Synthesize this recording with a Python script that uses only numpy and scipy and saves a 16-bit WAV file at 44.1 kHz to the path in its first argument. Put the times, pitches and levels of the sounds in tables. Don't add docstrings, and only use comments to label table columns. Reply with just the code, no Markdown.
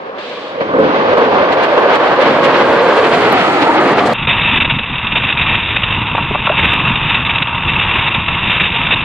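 import sys
import numpy as np
from scipy import signal
from scipy.fft import rfft, irfft
from scipy.io import wavfile
from scipy.ndimage import uniform_filter1d, map_coordinates

SR = 44100
rng = np.random.default_rng(int(sys.argv[2]) if len(sys.argv) > 2 else 0)


def int16_out(signal):
    q = np.round(np.clip(np.atleast_2d(signal).T, -1, 1) * 32767)
    wavfile.write(sys.argv[1], SR, q.astype(np.int16))


N = 398663
T = np.arange(N) / SR
CUT_S = 4.136
TURN_S, TURN_SPAN_S = 3.23, 0.363


def undb(db):
    return 10 ** (np.asarray(db) / 20)


def curves(table):
    s, *columns = np.transpose(table)
    return [np.interp(T, s, c) for c in columns]


def colour(x, spectrum):
    hz, db = np.transpose(spectrum)
    f = np.maximum(np.arange(4097) * SR / 8192, 1)
    log_gain = np.log(undb(np.interp(np.log(f), np.log(hz), db, -90, -90)))
    cepstrum = irfft(log_gain)
    cepstrum[1:4096] *= 2
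    cepstrum[4097:] = 0
    response = irfft(np.exp(rfft(cepstrum)))
    y = signal.fftconvolve(np.atleast_2d(x), response[None], axes=1)[:, :N]
    return y / np.sqrt(np.mean(y ** 2) / np.mean(x ** 2))


def walk(rate, slew):
    hold = int(SR / rate)
    steps = np.repeat(rng.standard_normal(N // 100), hold)[:N]
    w = uniform_filter1d(steps, max(int(slew * hold), 1))
    return w / np.std(w)


def grit(scatter_db, shape):
    scatter = np.minimum(rng.exponential(size=shape), 3.5)
    x = rng.standard_normal(shape) * undb(scatter_db * scatter)
    return x / np.std(x)


def ring(s, hz, t60, rise_hz_s=0):
    out, start = np.zeros(N), int(s * SR)
    t = np.maximum(T[start:start + int(2 * t60 * SR)] - s, 0)
    wave = np.sin(2 * np.pi * (hz + rise_hz_s * t / 2) * t)
    decay = np.exp(-np.log(1000) * t / t60)
    out[start:start + len(t)] = wave * decay * np.minimum(2 * hz * t, 1)
    return out


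def bend(pair, speed):
    place = np.cumsum(speed)
    return np.array([np.interp(place, np.arange(N), port) for port in pair])


def squash(x, top):
    return x / (1 + np.abs(x / top) ** 4) ** .25


# t/s, left lags right/ms, scattered share (scaled by each layer's width),
# left minus right/dB
SLED_BEARING = [(0, -0.36, 1.2, 0), (.6, 0.26, 0.56, -0.5), (1.9, 0.11, 0.6, -1), (2.3, 0.057, 0.45, -1),
                (3, 0.031, 0.3, -0.7), (3.6, 0.14, 0.38, -0.5), (4.2, -0.03, 0.27, 0)]


def ports(spectrum, scatter_db, width):
    lag_ms, share, pan_db = curves(SLED_BEARING)
    direct, left, right = colour(grit(scatter_db, (3, N)), spectrum)
    late = map_coordinates(direct, [np.arange(N) - lag_ms * SR / 1000], order=3, mode="nearest")
    share = np.clip(width * share, 0, 1)
    pair = np.sqrt(1 - share) * np.array([late, direct]) + np.sqrt(share) * np.array([left, right])
    return pair * undb(np.array([pan_db, -pan_db]) / 2)


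def turn(coming, going):
    share = np.clip((T - TURN_S) / TURN_SPAN_S + .5, 0, 1)
    return np.sqrt(1 - share) * coming + np.sqrt(share) * going


# f/Hz, relative level/dB per Hz
ROAR_AHEAD = [(200, -29.5), (290, -12), (400, -4.5), (470, -5.5), (560, -3), (660, -5.5), (820, -7),
              (1140, -6), (1330, -13), (1600, -11), (2200, -29)]
ROAR_BEHIND = [(200, -25), (285, 0.5), (370, -4), (500, -1.5), (620, -1), (760, -2), (900, -1.5),
               (1080, -6), (1290, -1.5), (1600, -12), (1900, -11), (2300, -16)]
ROAR_SAG_PER_S = .12


def channel_roar(level_db):
    since = np.clip(T - TURN_S - TURN_SPAN_S, -.5, .5)
    passing = (T > TURN_S - TURN_SPAN_S) * (T < CUT_S)
    coming = ports(ROAR_AHEAD, scatter_db=1.5, width=0.34)
    going = bend(ports(ROAR_BEHIND, scatter_db=2.0, width=0.24), 1 - ROAR_SAG_PER_S * since * passing)
    return undb(level_db) * turn(coming, going)


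# f/Hz, relative level/dB per Hz
RUMBLE_AHEAD = [(20, -52), (45, -29), (65, -21.5), (100, -11.5), (150, -6.5), (260, 1), (340, -1.5),
                (600, -48)]
RUMBLE_BEHIND = [(20, -53), (50, -34), (90, -13.5), (150, -3.5), (260, 1), (340, -20.5), (600, -40)]


def concrete_rumble(level_db):
    coming = ports(RUMBLE_AHEAD, scatter_db=3.5, width=0.037)
    going = ports(RUMBLE_BEHIND, scatter_db=-1.5, width=0.025)
    return undb(level_db) * turn(coming, going)


# t/s, level/dB
BOOM_SURGES = [(0.0, -39), (0.1, -26.5), (0.23, -46), (0.25, -29.5), (0.53, -30), (0.62, -18), (0.65, -37),
               (0.72, -32), (0.74, -13.5), (0.8, -13), (0.96, -21.5), (1.24, -11), (1.32, -21), (1.38, -12),
               (1.5, -18), (1.51, -15), (1.68, -24), (1.7, -14.5), (2.16, -23), (2.19, -9), (2.23, -16.5),
               (2.3, -14.5), (2.45, -17), (2.48, -5), (2.51, -25), (2.58, -11), (2.64, -15), (2.89, -11.5),
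               (2.95, -25), (2.98, -7), (3.02, -16.5), (3.27, -16), (3.43, -31), (3.48, -13.5), (3.6, -26),
               (3.635, -13), (3.68, -30), (3.78, -15), (3.9, -24), (4.12, -15)]
# t/s, f/Hz
BOOM_CENTRE = [(0, 481), (.62, 530), (.8, 499), (1.1, 520.5), (1.25, 440.2), (1.4, 570), (2.2, 499.4),
               (2.7, 549.3), (3.0, 491), (3.3, 479.3), (3.42, 300.3), (3.75, 290.2), (3.95, 400),
               (4.14, 489)]
# f/Hz, relative level/dB per Hz
BOOM_BAND = [(380, -31.5), (450, 0), (490, 0), (525, -2.5), (580, -3.5), (700, -32)]


def channel_boom():
    speed = curves(BOOM_CENTRE)[0] / 500 * (1 + .04 * walk(7, 0.908))
    return undb(curves(BOOM_SURGES)[0]) * bend(ports(BOOM_BAND, scatter_db=1.5, width=0.13), speed)


# t/s, scrape gain/dB, treble gain/dB
BURSTS = [(.8, 0, 15), (1.18, 1.5, 13), (1.53, 4.5, 11), (1.64, 4.5, 11), (1.8, -4, 5), (1.955, 5, 13),
          (2.22, 3, 12), (2.45, 3.5, 13), (2.8, 3, -13), (2.97, 0, 4), (3.05, 5, 0), (3.145, 3.5, 5),
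          (3.625, 8, 2), (3.785, 4, -13), (3.95, 2, -14), (3.995, 5.5, 0), (4.07, 0, 12.5)]
BURST_S = 0.013


def bursts():
    return sum(np.outer(gains_db, np.exp(-((T - s) / BURST_S) ** 2)) for s, *gains_db in BURSTS)


# f/Hz, relative level/dB per Hz
SCRAPE_BAND = [(900, -15.5), (1500, -6.5), (2100, -4), (3200, -9.5), (4500, -18.5), (5500, -28.5),
               (7000, -40.5)]


def runner_scrape(level_db):
    return undb(level_db + 1.0 * walk(19, 0.19)) * ports(SCRAPE_BAND, scatter_db=2.5, width=1.85)


# f/Hz, relative level/dB per Hz
TREBLE_BAND = [(4000, -0.5), (5500, -15.5), (7000, -13), (10000, -23), (15000, -42.5)]
TREBLE_BASE_DB, TREBLE_RISE_DB_S, TREBLE_FALL_DB_S = -36, 10, 3.5


def treble_spray(treble_db):
    base_db = TREBLE_BASE_DB - np.maximum(TREBLE_RISE_DB_S * (TURN_S - T), TREBLE_FALL_DB_S * (T - TURN_S))
    level_db = base_db + treble_db + 0.75 * walk(18, 0.99)
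    return undb(level_db) * ports(TREBLE_BAND, scatter_db=7.0, width=2.7)


# t/s, level/dB
HISS_LEVEL = [(0, -73), (.18, -69), (.184, -32), (.3, -30), (.5, -33.5), (.6, -48), (.8, -75)]
# f/Hz, relative level/dB per Hz
HISS_BAND = [(1200, -19.5), (1700, 1), (2500, 3.5), (3600, 2.5), (4500, -3.5), (5500, -15.5), (8000, -27),
             (10000, -43)]


def distant_hiss():
    return undb(curves(HISS_LEVEL)[0]) * ports(HISS_BAND, scatter_db=0.0, width=1.5)


# t/s, strength/dB
ICE_JOLTS = [(0.609, -13), (0.740, -10), (0.788, -2)]
# f/Hz, level re strength/dB, t60/s
CHANNEL_MODES = [(440, -4.5, 0.46), (546, -5, 0.26), (1050, -12, 0.043)]


def joint_jolts():
    return sum(undb(db + mode_db) * ring(s, hz, t60)
               for s, db in ICE_JOLTS for hz, mode_db, t60 in CHANNEL_MODES)


# t/s, level/dB, f/Hz
COWL_TONE = [(0, -65, 690), (3.1, -41, 690), (3.15, -13, 690), (3.22, -28, 750), (3.31, -19, 860),
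             (3.37, -11.5, 720), (3.45, -30, 680), (3.52, -16, 800), (3.6, -22, 830), (3.7, -17, 940),
             (3.8, -44, 900), (3.97, -16, 740), (4.2, -30, 700)]
# f/Hz, relative level/dB per Hz
COWL_BAND = [(600, -33), (670, -1.5), (700, -2.5), (740, -7.5), (840, -35)]


def hollow_cowl():
    level_db, hz = curves(COWL_TONE)
    speed = hz / 700
    return undb(level_db) * bend(ports(COWL_BAND, scatter_db=0.5, width=0.22), speed)


# t/s, level/dB, f/Hz, t60/s
BRIGHT_CLICK = (3.326, -18, 11500, .004)


def bright_click():
    s, db, hz, t60 = BRIGHT_CLICK
    return undb(db) * ring(s, hz, t60)


# t/s, roar level/dB, rumble level/dB, scrape level/dB
PASS_LEVELS = [(0, -27.5, -40.5, -37), (.45, -26.5, -36.5, -40.5), (.603, -25.5, -34, -32.5),
               (.609, -16, -21, -26.5), (.65, -22, -27, -31), (.727, -18.5, -25, -33.5),
               (.74, -14, -19, -31), (.85, -13, -17.5, -25), (.95, -12.5, -21.5, -23.5),
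               (1.3, -12.5, -22.5, -23), (1.9, -10, -27, -21), (2.15, -11, -26, -19.5),
               (2.3, -11, -18.5, -19.5), (2.95, -10, -24.5, -20), (3.15, -11.5, -19.5, -17),
               (3.4, -13.5, -22.5, -18.5), (3.75, -10, -26.5, -20.5), (4.0, -12, -18.5, -21.5),
               (4.14, -14.5, -21, -23)]


def trackside():
    roar_db, rumble_db, scrape_db = curves(PASS_LEVELS)
    chatter = walk(35, 0.18)
    bite_db, treble_db = bursts()
    mix = channel_roar(roar_db + 1.25 * chatter) + concrete_rumble(rumble_db + 0.91 * chatter)
    mix = mix + channel_boom() + runner_scrape(scrape_db + bite_db + 1.2 * chatter)
    mix = mix + treble_spray(treble_db) + distant_hiss() + joint_jolts() + hollow_cowl() + bright_click()
    return squash(mix, top=1.2)


def shudder():
    per_s, spread, depth_db = 42, .3, 6
    cycles = np.cumsum(per_s * np.exp(spread * walk(25, .8))) / SR
    depth = rng.exponential(size=N // 100)[cycles.astype(int)]
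    sag = np.minimum(depth, 2) * ((cycles % 1) ** 2.9 - .3)
    return -depth_db * uniform_filter1d(sag, 90)


# t/s, strength/dB, depth of the lull before it/dB (negative swells), hold/s
AIR_SPITS = [(4.185, -7.5, -0.5, 0.015), (4.2706, 1.5, 7.5, 0.048), (4.369, -7, 7, 0.038),
             (4.409, -0.5, 2.5, 0.006), (4.4326, -3.5, 3, 0.03), (4.601, 1, 12, 0.028),
             (4.646, 0.5, 10.5, 0.011), (4.697, -0.5, 6, 0.011), (4.787, -1.5, 7, 0.0045),
             (5.0684, -3.5, 8.5, 0.0044), (5.118, -5.5, 5.5, 0.01), (5.154, -1, 11, 0.019),
             (5.233, -3, -1.5, 0.019), (5.269, -5.5, 0, 0.043), (5.3236, -1, -1.5, 0.0037),
             (5.372, -5, 6.5, 0.017), (5.411, 3.4, 1, 0.006), (5.426, -2, 1, 0.004), (5.458, -5.5, 3, 0.01),
             (5.524, -1, 2, 0.032), (5.671, -4.5, 1, 0.032), (5.707, -5.5, 4.5, 0.012),
             (5.761, 2, 4.5, 0.008), (5.833, -1, -1.5, 0.014), (5.904, -5, -1.7, 0.016),
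             (5.922, -4.5, 0.5, 0.027), (6.016, -8, 1.3, 0.012), (6.065, -4, -2, 0.018),
             (6.148, -8, 1.5, 0.0037), (6.169, -3.5, -1.5, 0.003), (6.572, -4, 2.5, 0.016),
             (6.59, 0, -2.5, 0.0086), (6.6435, 5.5, 0, 0.0079), (6.675, -3.5, 7, 0.013),
             (6.733, 1.5, 0.5, 0.006), (6.8848, -6, -3, 0.038), (6.954, -2, 2, 0.0047),
             (7.028, -6, 4, 0.017), (7.092, -2, 1.5, 0.007), (7.097, -6.5, -0.5, 0.023),
             (7.142, 0, 1, 0.018), (7.249, -5, 6.5, 0.012), (7.264, 1.5, 6, 0.0045),
             (7.294, -1.5, 2.5, 0.016), (7.347, -1, 1, 0.018), (7.381, -1.5, -1.5, 0.0044),
             (7.42, 3, 1.5, 0.005), (7.694, -1, -0.5, 0.01), (7.732, -3, 0.5, 0.01),
             (7.809, -3.5, -5, 0.027), (7.948, -2.2, -1.5, 0.013), (8.022, -6, 0.5, 0.013),
             (8.041, -5.5, 2, 0.013), (8.075, -0.5, 0, 0.0033), (8.14, -1, 1.5, 0.0062),
             (8.237, -12, 6, 0.019), (8.26, -4.5, 2.5, 0.005), (8.28, -1, 7, 0.006),
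             (8.4864, -3, -2.5, 0.03), (8.599, 1.7, 5.5, 0.017), (8.636, -9, 2.5, 0.036),
             (8.74, -4, -1.5, 0.022), (8.906, 3, 2.5, 0.022), (8.9366, 2, 2, 0.0051)]
GUST_DB, GUST_RISE_S, GUST_FALL_S = -11.5, .0015, 0.0049
LULL_LEAD_S, LULL_S = .009, .007


def gusts(rush_db):
    lull_db, puffs = np.zeros(N), np.zeros(N)
    for s, db, depth_db, hold_s in AIR_SPITS:
        near = slice(int((s - .1) * SR), int((s + .2) * SR))
        t = T[near] - s
        lull_db[near] += depth_db * np.exp(-((t + LULL_LEAD_S) / LULL_S) ** 2)
        attack = np.clip(1 + t / GUST_RISE_S, 0, 1)
        release = np.exp(-np.maximum(t - hold_s, 0) / GUST_FALL_S)
        puffs[near] += undb(db + GUST_DB) * attack * release
    return np.hypot(undb(rush_db - lull_db), puffs)


# f/Hz, relative level/dB per Hz
HOUSING_BAND = [(250, -27), (400, -15), (800, -14.5), (1200, -14.5), (1600, -11), (2250, -6.5),
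                (2480, -3.5), (2600, -1.5), (2690, 0), (2790, -2.5), (3050, -9.5), (3400, -8.5), (3700, -5),
                (3900, -19), (4200, -4)]


def housing_rush(rush_db, judder_db, eddies):
    flutter = walk(220, 0.38)
    force = gusts(rush_db) * undb(judder_db + 0.98 * eddies + 1.37 * flutter)
    return colour(force * grit(6.0, N), HOUSING_BAND)


# f/Hz, relative level/dB per Hz
HULL_BAND = [(250, -31.5), (400, -19), (610, -17), (800, -11), (880, -4.5), (930, 2), (990, -2.5),
             (1150, -3), (1550, -12), (2300, -20.5), (2600, -7.5), (2690, -0.5), (2790, -6.5), (3100, -28)]


def hull_drone(hull_db, judder_db, eddies):
    level_db = hull_db + .3 * judder_db + 0.88 * eddies + .6 * walk(60, .6)
    return colour(undb(level_db) * grit(2.3, N), HULL_BAND)


# f/Hz, relative level/dB per Hz
BUFFET_BAND = [(12, -31), (22, -8.5), (50, -6), (130, 0), (220, -6), (330, -12.5), (600, -36.5)]


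def wind_buffet(buffet_db, judder_db, eddies):
    level_db = buffet_db + 0.66 * judder_db + 0.59 * eddies + 1.9 * walk(55, 0.54)
    return undb(level_db) * colour(rng.standard_normal(N), BUFFET_BAND)


# f/Hz, relative level/dB, share of the spit's t60
SHELL_MODES = [(2680, 1, 0.14), (3690, -5.5, 0.94), (2260, -7.5, 0.43)]
SPIT_T60_S, SPIT_RING_DB = 0.02, -6.5


def spit_rings():
    return sum(undb(db + SPIT_RING_DB + mode_db) * ring(s, hz, share * SPIT_T60_S)
               for s, db, *_ in AIR_SPITS for hz, mode_db, share in SHELL_MODES)


# t/s, level/dB
BRIGHT_TICKS = [(4.58, -26), (6.1794, -30), (6.656, -19.5), (6.7366, -15.5)]


def bright_ticks():
    return sum(undb(db) * (np.arange(N) == int(s * SR)) for s, db in BRIGHT_TICKS)


# t/s, strength/dB, f/Hz at the blow, share of the panel's t60, crack re strength/dB
HULL_KNOCKS = [(5.156, -14, 1100, 0.88, -10), (6.15, 0, 890, 0.57, -15), (6.180, 3, 1050, 0.53, -10),
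               (6.188, -7, 935, 0.61, -15), (6.3098, -3, 546, 0.18, -15), (6.349, -2.5, 854, 1, -18),
               (6.356, 0, 1050, 0.4, -16), (6.471, 3, 1290, 0.6, -13), (6.4762, -7, 746, 0.54, -20),
               (6.494, 0, 1270, 0.52, -9), (6.4985, -4.5, 645, 0.83, -20), (7.763, -14, 890, 0.85, 14),
               (8.283, -13.5, 1250, 1.5, -8), (8.907, -9, 996, 0.7, -10)]
# f/Hz, t60/s before the share
PANEL_MODES = [(420, 0.21), (610, 0.058), (780, 0.021), (940, 0.048), (1120, 0.035), (1350, 0.037),
               (1600, 0.0089)]
REACH_DB = 40.5


def hull_knocks():
    out = np.zeros(N)
    for s, db, hz, share, crack_db in HULL_KNOCKS:
        body = sum(undb(-REACH_DB * np.log2(mode_hz / hz) ** 2) * ring(s, mode_hz, share * t60)
                   for mode_hz, t60 in PANEL_MODES)
        crack = undb(crack_db) * ring(s, hz=2620, t60=0.021)
        out += undb(db) * (body + crack)
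    return out


# t/s, level/dB, f/Hz
BUMP_THUMPS = [(5.372, -14, 130), (5.834, -5, 132), (6.699, -14, 135), (6.879, 0, 135), (6.904, -2, 197),
               (7.053, -5, 135), (7.415, -4, 159), (7.565, -13, 107), (8.494, -12, 202),
               (8.793, -10.5, 178)]


def bump_thumps():
    return sum(undb(db) * ring(s, hz, t60=0.039) for s, db, hz in BUMP_THUMPS)


# t/s, level/dB, f/Hz, t60/s, rise/Hz per s
SPRUNG_TWANG = (6.4985, -7, 590, .085, 9500)


def sprung_twang():
    s, db, hz, t60, rise_hz_s = SPRUNG_TWANG
    return undb(db) * ring(s, hz, t60, rise_hz_s)


# t/s, rush level/dB, hull level/dB, buffet level/dB
RIDE_LEVELS = [(4.14, -20, -23.5, -28), (4.268, -22, -22.5, -21.5), (4.273, -16, -18, -21.5),
               (4.583, -10.5, -19.5, -19.5), (4.588, -19, -20, -18), (4.7, -19, -21.5, -20),
               (4.82, -21.5, -27.5, -24), (5.02, -21.5, -25, -27), (5.17, -17, -22.5, -19.5),
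               (5.34, -20.5, -23, -23), (5.5, -13, -18.5, -20), (5.65, -17.5, -26.5, -25),
               (5.92, -21.5, -21.5, -22), (6.0, -21, -21.5, -21), (6.4, -21, -25.5, -24.5),
               (6.55, -17.5, -20, -21.5), (6.65, -11.5, -18, -18), (6.9, -18, -17.5, -18.5),
               (7.0, -16.5, -21.5, -22), (7.14, -14, -20, -20.5), (7.25, -21, -20.5, -23),
               (7.5, -23.5, -21.5, -26), (7.7, -19, -21, -19.5), (7.95, -15, -18.5, -22),
               (8.2, -20.5, -22, -22.5), (8.6, -13.5, -21, -24.5), (8.72, -19.5, -25, -25.5),
               (8.82, -15.5, -21.5, -22), (9.04, -19, -21.5, -23)]


def on_board():
    rush_db, hull_db, buffet_db = curves(RIDE_LEVELS)
    judder_db, eddies = shudder(), walk(45, 0.69)
    wind = housing_rush(rush_db, judder_db, eddies) + hull_drone(hull_db, judder_db, eddies)
    wind = wind + wind_buffet(buffet_db, judder_db, eddies)
    sound = wind + spit_rings() + hull_knocks() + bump_thumps() + sprung_twang()
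    narrow = signal.ellip(8, .3, 70, 3900, fs=SR, output="sos")
    for top in (1.0, .88, .79):
        sound = signal.sosfilt(narrow, squash(sound, top))
    return sound + bright_ticks()


def scene():
    return trackside() * (T < CUT_S - .001) + on_board() * (T > CUT_S + .001)


def record(dry):
    top = signal.ellip(8, .2, 70, 15700, fs=SR, output="sos")
    return np.clip(signal.sosfilt(top, np.clip(dry, -1, 1)), -1, 1)


dry = scene()
out = record(dry)
int16_out(out)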